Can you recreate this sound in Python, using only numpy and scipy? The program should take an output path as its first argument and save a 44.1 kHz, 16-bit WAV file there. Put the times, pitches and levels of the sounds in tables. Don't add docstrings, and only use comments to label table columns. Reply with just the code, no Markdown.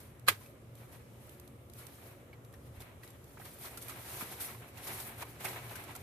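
import sys
import numpy as np
from scipy import signal
from scipy.fft import rfft, irfft
from scipy.io import wavfile
from scipy.ndimage import uniform_filter1d

SR = 44100
rng = np.random.default_rng(int(sys.argv[2]) if len(sys.argv) > 2 else 0)


def master_out(mix):
    frames = np.transpose(np.atleast_2d(mix))
    ceiling = np.clip(frames, -1, 1)
    pcm = np.round(ceiling * 32767).astype(np.int16)
    wavfile.write(sys.argv[1], SR, pcm)


def invert_db(level):
    return 10 ** (np.asarray(level, dtype=float) / 20)


N = 265570
T = np.arange(N) / SR
HZ = np.fft.rfftfreq(N, 1 / SR) + 1
SPLIT_HZ = 7660

# frequency in Hz, density in dB per Hz.
LEAF = [(1500, -45), (2400, -16), (3100, -8), (4100, -7), (5200, -8.5), (7300, -7), (10500, -3),
        (13000, -2.5), (14300, -2)]
# frequency in Hz, density in dB per Hz.
CANE = [(300, -4.5), (520, -5.5), (750, 0.5), (1400, -3), (2300, -2), (3200, -10), (4200, -13), (5500, -50)]


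def unit(x):
    return x / np.sqrt(np.mean(x ** 2))


def curve(s, db, rise_ms, fall_ms):
    late_ms = 1000 * (T - s[:, None])
    rise_ms, fall_ms = np.maximum(rise_ms, 2)[:, None], np.maximum(fall_ms, 2)[:, None]
    span_ms = np.where(late_ms < 0, -rise_ms, fall_ms)
    stroke_db = db[:, None] - 20 * late_ms / span_ms
    return np.sqrt(np.sum(invert_db(2 * stroke_db), axis=0))


def over_hz(rows):
    hz, value = np.transpose(rows)
    return np.interp(np.log(HZ), np.log(hz), value)


def ports(gain, grain_db=0., lean_db=0., likeness=None):
    # frequency in Hz, left-right likeness from 0 to 1.
    near_likeness = [(25, 0.1), (60, 1), (250, 0.82), (600, 1), (1200, 0.2), (3000, 0.01), (14000, 0)]
    like = np.clip(over_hz(near_likeness if likeness is None else likeness), 0, .99)
    grains = invert_db(np.minimum(grain_db * rng.exponential(size=N), 17))
    a, b = rfft(rng.standard_normal((2, N)) * grains)
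    mid, side = a * np.sqrt(1 + like), b * np.sqrt(1 - like)
    left = (mid + side) * invert_db(lean_db / 2)
    right = (mid - side) * invert_db(-lean_db / 2)
    return unit(irfft(np.array([left, right]) * gain, N))


def walk(rate):
    k = int(SR / rate)
    held = np.repeat(rng.standard_normal(N // k + 1), k)
    return uniform_filter1d(uniform_filter1d(held, k), k)[:N]


def fade(t, t60, rise_s):
    t = np.maximum(t, 0)
    return (1 - np.exp(-t / rise_s)) * np.exp(-np.log(1000) * t / max(t60, .005))


def ring(t, hz, t60, phase=0.):
    return fade(t, t60, 0.24 / hz) * np.sin(2 * np.pi * hz * t + phase)


def sides(pan_db):
    return invert_db(np.array([[pan_db], [-pan_db]]) / 2)


def after(s):
    return slice(int(s * SR), int(s * SR) + SR // 2)


def garden():
    # frequency in Hz, density in dB per Hz.
    traffic = [(15, -35), (30, -14.5), (70, -4.5), (105, -6), (150, -12), (200, -19), (330, -19.5),
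               (575, -20.5)]
    # frequency in Hz, density in dB per Hz.
    air_hiss = [(960, -31), (1200, -28), (1500, -34), (2300, -35.5), (2900, -39.5), (4700, -46),
                (10400, -41), (14300, -42.5)]
    # frequency in Hz, left-right likeness from 0 to 1.
    far_likeness = [(30, .55), (60, .91), (115, .98), (200, .86), (330, .93), (520, .78), (750, .1),
                    (1400, 0)]
    # frequency in Hz, width in Hz, level in dB.
    drone = [(119, 13, -59), (228.4, 12, -69.5), (278.8, 6, -72.5), (361.3, 14, -71), (479, 9, -74),
             (559.5, 9, -75.5)]
    air_db, patch_db, patch_rate_hz = -53, 1.6, 9

    whole = rfft(ports(invert_db(over_hz(traffic + air_hiss)), likeness=far_likeness))
    band = np.clip(np.floor(2 * np.log2(HZ / 500)), -1, 9)
    air = np.zeros((2, N))
    for k in range(-1, 10):
        flicker = invert_db(patch_db * (k >= 0) * walk(patch_rate_hz))
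        air += flicker * irfft(whole * (band == k), N)
    lines = np.zeros((2, N))
    for hz, width, db in drone:
        resonance = 1 / (1 + (2 * (HZ - hz) / width) ** 2)
        lines += invert_db(db + 2.9 * walk(6.4)) * ports(resonance, likeness=far_likeness)
    return invert_db(air_db + 1.2 * walk(1.36)) * air + lines


def leaves():
    # peak time in seconds, level in dB,
    # rise over 20 dB in ms, fall over 20 dB in ms.
    brushes = [(.004, -57, 12, 160), (.43, -59, 160, 140), (2.45, -68, 30, 60), (2.54, -66, 25, 40),
               (2.67, -65, 80, 60), (3.04, -57, 30, 150), (3.3, -66, 300, 300), (3.455, -51, 25, 80),
               (.78, -61, 45, 220), (.925, -58, 22, 110), (1.27, -62, 250, 330), (1.79, -51, 70, 100),
               (1.95, -59, 300, 200), (2.06, -60, 150, 200)]
    # peak time in seconds, level in dB,
    # rise over 20 dB in ms, fall over 20 dB in ms, weight of cane in dB.
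    strokes = [(2.76, -65.5, 62, 100, -4.5), (2.812, -55, 30, 91, -9.5), (3.4, -59, 40, 150, -13),
               (3.53, -56, 248, 200, -16), (3.65, -48, 118, 130, -11.5), (3.71, -55.5, 100, 200, -24),
               (3.822, -48.5, 40, 193, -13), (3.887, -50.5, 25, 116, -10), (4.142, -47, 322, 127, -12),
               (4.218, -42.5, 111, 49, -14.5), (4.329, -47, 200, 101, -11.5), (4.412, -42.5, 25, 112, -17),
               (4.447, -46, 80, 160, -17), (4.686, -58, 22, 45, -19), (4.53, -56, 60, 213, -12),
               (4.79, -56.5, 88, 99, -6.5), (4.845, -49, 60, 150, -16), (4.88, -46.5, 60, 150, -10),
               (4.94, -44.5, 100, 150, -15), (5.008, -43, 50, 100, -24), (5.072, -50, 40, 89, -24),
               (5.14, -67.5, 57, 190, -14), (5.228, -46.5, 64, 10, -9), (5.255, -59, 22, 60, -17),
               (5.31, -57, 202, 180, -7.5), (5.408, -51, 22, 100, -8.5), (5.45, -45, 31, 228, -9.5),
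               (5.62, -64, 60, 150, -31), (5.71, -52, 137, 103.5, -11), (5.765, -53.5, 42, 72, -8.5),
               (5.805, -55.5, 61, 150, -17), (5.89, -64, 62, 150, 4), (5.918, -60, 19, 60, -20),
               (5.963, -57, 28, 57, -11), (6.0, -58, 60, 100, -14)]
    # frequency in Hz, density in dB per Hz.
    creak = [(100, -33), (230, -26), (380, 12.5), (520, -3), (900, -8.5)]
    brush_weight_db, hairs_db, veins_db, creak_db = -12, -3, -9.5, 2
    coarse_db, coarse_follows_weight = -2.5, 0.25
    cane_linger, canes_move_s = 3.14, 3

    rows = [(*row, brush_weight_db) for row in brushes] + strokes
    s, db, rise_ms, fall_ms, weight_db = np.transpose(rows)
    fine = curve(s, db, rise_ms, fall_ms)
    coarse = curve(s, db + coarse_db + coarse_follows_weight * weight_db, rise_ms, fall_ms)
    swish = curve(s, db + weight_db, rise_ms, cane_linger * fall_ms)

    slips = 1.7 * walk(35)
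    leaf, cane = invert_db(over_hz(LEAF)), invert_db(over_hz(CANE))
    upper = 1 / (1 + (SPLIT_HZ / HZ) ** 8)
    hairs = fine * invert_db(hairs_db + slips + 1.8 * walk(130)) * ports(leaf * upper, grain_db=-1.0)
    veins = coarse * invert_db(veins_db + slips + 0.75 * walk(100)) * ports(leaf * (1 - upper), grain_db=7.5)
    dull = swish * invert_db(slips + 2.15 * walk(60)) * ports(cane, grain_db=6.0)
    frame = (T > canes_move_s) * invert_db(creak_db) * swish * ports(invert_db(over_hz(creak)))
    return invert_db(7.5) * (hairs + veins + dull) + crackle(fine, coarse, swish) + frame


def crackle(fine, coarse, swish, count=1500):
    out, t = np.zeros((2, N + 600)), np.arange(600) / SR
    for when, pitch, size, side in rng.uniform(0, 1, (count, 4)):
        i, hz = int(when * N), 700 * 18 ** pitch
        movement = swish if hz < 3000 else coarse if hz < SPLIT_HZ else fine
        strength = movement[i] * invert_db(-2.4 * np.log(1 - .97 * size))
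        out[:, i:i + 600] += strength * sides(12 * (side - .5)) * ring(t, hz, 0.0083 + 9 / hz)
    return out[:, :N]


def flicks():
    # start in seconds, peak in dB, left minus right in dB.
    leaf_ticks = [(0.195, -49.5, -5), (0.753, -48, 2), (.9272, -62, 2), (1.293, -46, -8),
                  (1.3977, -42.5, -4), (1.476, -47, -3), (1.698, -47, 3), (1.735, -46, -8),
                  (1.867, -39, -6), (2.448, -51, -2), (2.5263, -53, 1), (3.076, -46, -3), (3.104, -49, -4),
                  (3.2417, -49, -6), (3.443, -62, -3), (3.7722, -43, -15), (4.78, -58, -3), (3.454, -46, 3),
                  (3.6186, -48, 2), (3.8241, -41, -2), (3.9858, -50, 0), (4.2068, -37, 0),
                  (4.4043, -43, 1.5), (4.7575, -53, 0), (4.8343, -46, 2), (4.8762, -42, 3), (5, -38, -3),
                  (5.1431, -49, -2), (5.2065, -43, 0), (5.221, -37, -2), (5.2858, -57, 0),
                  (5.405, -48, 1.5), (5.444, -36, -1.5), (5.4514, -43, -2), (5.6949, -47, -6),
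                  (5.9144, -48, 1), (5.9618, -43, -2), (2.5383, -53, 0), (3.033, -49, 2)]
    # start in seconds, peak in dB, twig mode in Hz, left minus right in dB.
    edge_flicks = [(0.46, -51, 2560, 0), (2.803, -45, 790, -4), (3.6512, -41.5, 1380, -2),
                   (3.774, -38.5, 1380, 0), (3.818, -50, 2250, -9), (3.8815, -46, 2400, -16),
                   (3.895, -38, 1276, -5), (4.2244, -44, 965, 1), (4.4037, -39, 1430, -3),
                   (4.4444, -39, 2020, 3), (4.7725, -45.5, 2760, -7), (4.869, -38.5, 1100, 2),
                   (5.001, -44, 1420, 6), (5.4482, -32.5, 1510, -8), (5.4824, -38.5, 870, 5),
                   (5.755, -36.5, 1530, 4), (5.8365, -43.5, 735, -7), (5.9507, -38, 1374, -3)]
    # start in seconds, peak in dB, twig mode in Hz,
    # left minus right in dB.
    twig_knocks = [(0.41, -53, 1010, 12), (2.3298, -48.5, 2250, -1), (2.5383, -52.5, 1805, 5),
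                   (3.0338, -47, 1940, -2), (3.3726, -47.5, 880, -2), (3.3985, -45, 750, -3),
                   (3.4178, -52, 1890, -1), (4.209, -38, 1220, -5), (4.2128, -39, 994, 1),
                   (4.5473, -46, 1070, -4), (5.224, -36.5, 1120, -3), (5.4445, -34.5, 700, -1),
                   (5.468, -40, 2060, -10), (5.5294, -42, 820, 2), (5.561, -43, 1240, 5),
                   (5.7116, -42, 886, 8)]
    flick_mix_db = -1, -16.5, -6
    knock_mix_db = 3.5, -11, -17
    tick_t60_s, flick_t60_s = 0.018, 0.088

    bright = ports(invert_db(over_hz(LEAF)), grain_db=1.0)
    dull = ports(invert_db(over_hz(CANE)), grain_db=4.0)
    out = np.zeros((2, N))
    for s, db, pan_db in leaf_ticks:
        part = after(s)
        out[:, part] += invert_db(db + 2.5) * sides(pan_db) * fade(T[part] - s, tick_t60_s, .0006) * bright[:, part]

    rows = [(*row, *flick_mix_db) for row in edge_flicks] + [(*row, *knock_mix_db) for row in twig_knocks]
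    turns = rng.uniform(0, 2 * np.pi, (len(rows), 2))
    for (s, db, hz, pan_db, twig_db, cane_db, edge_db), turn in zip(rows, turns):
        part = after(s)
        t = T[part] - s
        shape = fade(t, flick_t60_s, 0.002) + 0.81 * fade(t, 0.049, 0.00039)
        burst = shape * (invert_db(edge_db) * bright[:, part] + invert_db(cane_db) * dull[:, part])
        twig = []
        for p in (turn[0], turn[0] + 0.21 * turn[1]):
            mode = ring(t, hz, 0.045, p)
            above = 0.3 * ring(t, 1.3 * hz, 0.035, 2 * p)
            below = 0.4 * ring(t, 0.9 * hz, 0.045, 3 * p)
            twig.append(mode + above + below)
        out[:, part] += invert_db(db) * sides(pan_db) * (burst + invert_db(twig_db - 5.5) * np.array(twig))
    return out


def cut():
    # peak time in seconds, level in dB,
    # rise over 20 dB in ms, fall over 20 dB in ms.
    crunches = [
        (.268, -46, 3, 90),
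        (.2805, -29, 6, 25),
        (.2865, -15.5, 6, 13),
        (.299, -28, 15, 24),
        (.32, -41, 30, 45),
        (.35, -52, 40, 45),
    ]
    # frequency in Hz, density in dB per Hz.
    crunch_spectrum = [(300, -45), (858, -17), (1220, -10), (1420, -16), (1590, -6), (1830, -16),
                       (2020, -11), (3600, -19), (6170, -26.5), (14300, -19)]
    # frequency in Hz, left minus right in dB.
    crunch_lean = [(60, 22), (110, -16), (200, -27.5), (380, 16), (690, 12.5), (1280, -2), (2360, 0.5),
                   (4360, -11), (8040, -11), (14800, 6)]
    # start in seconds, level in dB, right port lag in ms, left minus right in dB.
    snaps = [
        (0.278, -33, 0.45, -13),
        (0.2839, -15.5, 0.11, -2.5),
        (0.2854, -22.5, 0.18, -3.5),
        (.2865, -26.5, 0.16, 7),
        (0.2882, -28.5, 0.23, -10),
        (0.2919, -32.5, 0.33, -18),
    ]
    # frequency in Hz, level in dB, T60 in seconds, left minus right in dB.
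    stem = (1216, -4, .017, 11)
    # frequency in Hz, level in dB, T60 in seconds, left minus right in dB.
    shears = [(331, -18.5, 0.079, -2), (549, -16, 0.084, 5), (1380, -8, 0.024, 4), (2690, -15, 0.03, -1),
              (1630, -4, 0.038, -4), (2020, -10, 0.039, -4), (2505, -8.5, 0.05, -1),
              (3300, -6.5, 0.026, -5.5), (4100, -6, 0.02, -14), (6770, -20, 0.037, -12),
              (10480, -4, 0.037, 6), (11620, -9.5, 0.02, 22), (13460, -6, 0.028, 5)]

    noise = ports(invert_db(over_hz(crunch_spectrum)), grain_db=-2.0, lean_db=over_hz(crunch_lean))
    out = curve(*np.transpose(crunches)) * noise
    for s, db, lag_ms, pan_db in snaps:
        part = after(s)
        t = T[part] - s - np.array([[0], [lag_ms / 1000]])
        force_db = 1.2 * rng.standard_normal(len(shears) + 1)
        for (hz, mode_db, t60, lean_db), extra_db in zip([stem, *shears], force_db):
            out[:, part] -= invert_db(db + mode_db + extra_db) * sides(pan_db + lean_db) * ring(t, hz, t60)
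    return out


def trellis():
    # start in seconds, level in dB, frequency in Hz, T60 in seconds.
    thuds = [
        (0.297, -39, 101, 0.38),
        (2.57, -44, 69.5, .3),
        (2.763, -41.5, 81.5, 0.21),
        (2.77, -38, 42, .3),
        (0.313, -41, 420, 0.059),
        (2.949, -47, 111, 0.039),
        (4.2233, -32, 190, 0.027),
        (5.448, -44, 120, 0.26),
    ]
    return sum(invert_db(db) * ring(T - s, hz, t60) for s, db, hz, t60 in thuds)


def taps():
    # start in seconds, peak in dB, frequency in Hz, T60 in seconds.
    stalk_taps = [(2.3355, -62, 4250, 0.025), (2.539, -65, 3400, .03), (2.541, -61, 5500, 0.027),
                  (2.544, -60, 1600, .025), (2.803, -55.5, 3500, .03), (2.818, -56.5, 4100, .04),
                  (2.8195, -56, 2220, .03), (2.8665, -61, 1890, .02), (2.914, -67, 2010, .02),
                  (3.029, -60, 1710, .03), (3.031, -61, 2600, .04), (3.037, -62.5, 3300, .04),
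                  (3.372, -51, 1300, .015), (3.035, -62, 4300, .04), (3.076, -59.5, 3900, 0.036),
                  (3.102, -62, 7400, 0.046), (3.378, -49, 1490, .02), (3.3805, -54, 2100, .02),
                  (3.411, -51, 1700, .015), (3.4157, -48, 1300, .015), (3.421, -54, 1500, .015),
                  (3.4265, -56, 1600, .015), (3.49, -60, 1700, .015), (3.646, -44, 1010, .02),
                  (3.657, -53, 3570, .03), (3.883, -39, 11300, .02), (3.922, -46, 1250, .03),
                  (4.2095, -38, 2270, 0.011), (4.22, -42, 1520, 0.022), (4.878, -44, 11400, .015),
                  (4.926, -47, 1500, .02), (4.945, -48, 9500, .03), (5.2222, -44.5, 2450, .03),
                  (5.233, -56, 2270, 0.021), (5.251, -48, 1050, .03), (5.4565, -33, 2190, .03),
                  (5.4515, -38, 745, 0.024), (5.453, -41, 1470, .03), (5.46, -38, 590, 0.035),
                  (5.697, -47, 3220, .015), (5.719, -44, 636, .03), (5.765, -49, 1520, .025),
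                  (5.892, -44.5, 900, 0.028), (5.958, -50, 2140, 0.023), (5.964, -43, 794, .03),
                  (5.963, -46, 7200, 0.013), (5.562, -45, 2010, .02), (5.566, -41, 760, .03),
                  (5.4585, -39, 2550, 0.017)]
    out = np.zeros((2, N))
    for (s, db, hz, t60), (turn, side) in zip(stalk_taps, rng.uniform(-1.07, 1, (len(stalk_taps), 2))):
        t = T[after(s)] - s
        second = 0.72 * ring(t, (1.12 + 0.032 * turn) * hz, t60, np.pi * turn)
        out[:, after(s)] += invert_db(db) * sides(4 * side) * (ring(t, hz, t60) + second)
    return out


def scene():
    far = garden()
    near = leaves() + flicks() + cut() + taps()
    wall = np.roll(near[::-1], int(.0031 * SR), axis=1)
    return near + invert_db(-19) * wall + trellis() + far


def roll_off(x):
    return signal.sosfilt(signal.butter(12, 14900, fs=SR, output="sos"), x)


def record(dry):
    bass_cut_hz, top_hz = 87, 14110
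    capsule = signal.butter(2, bass_cut_hz, "high", fs=SR, output="sos")
    treble_cut = signal.ellip(8, .2, 45, top_hz, fs=SR, output="sos")
    rounded = np.tanh(1.5 * dry) / 1.5
    mix = signal.sosfilt(np.vstack([capsule, treble_cut]), rounded)
    return roll_off(mix)


dry = scene()
out = record(dry)
master_out(out)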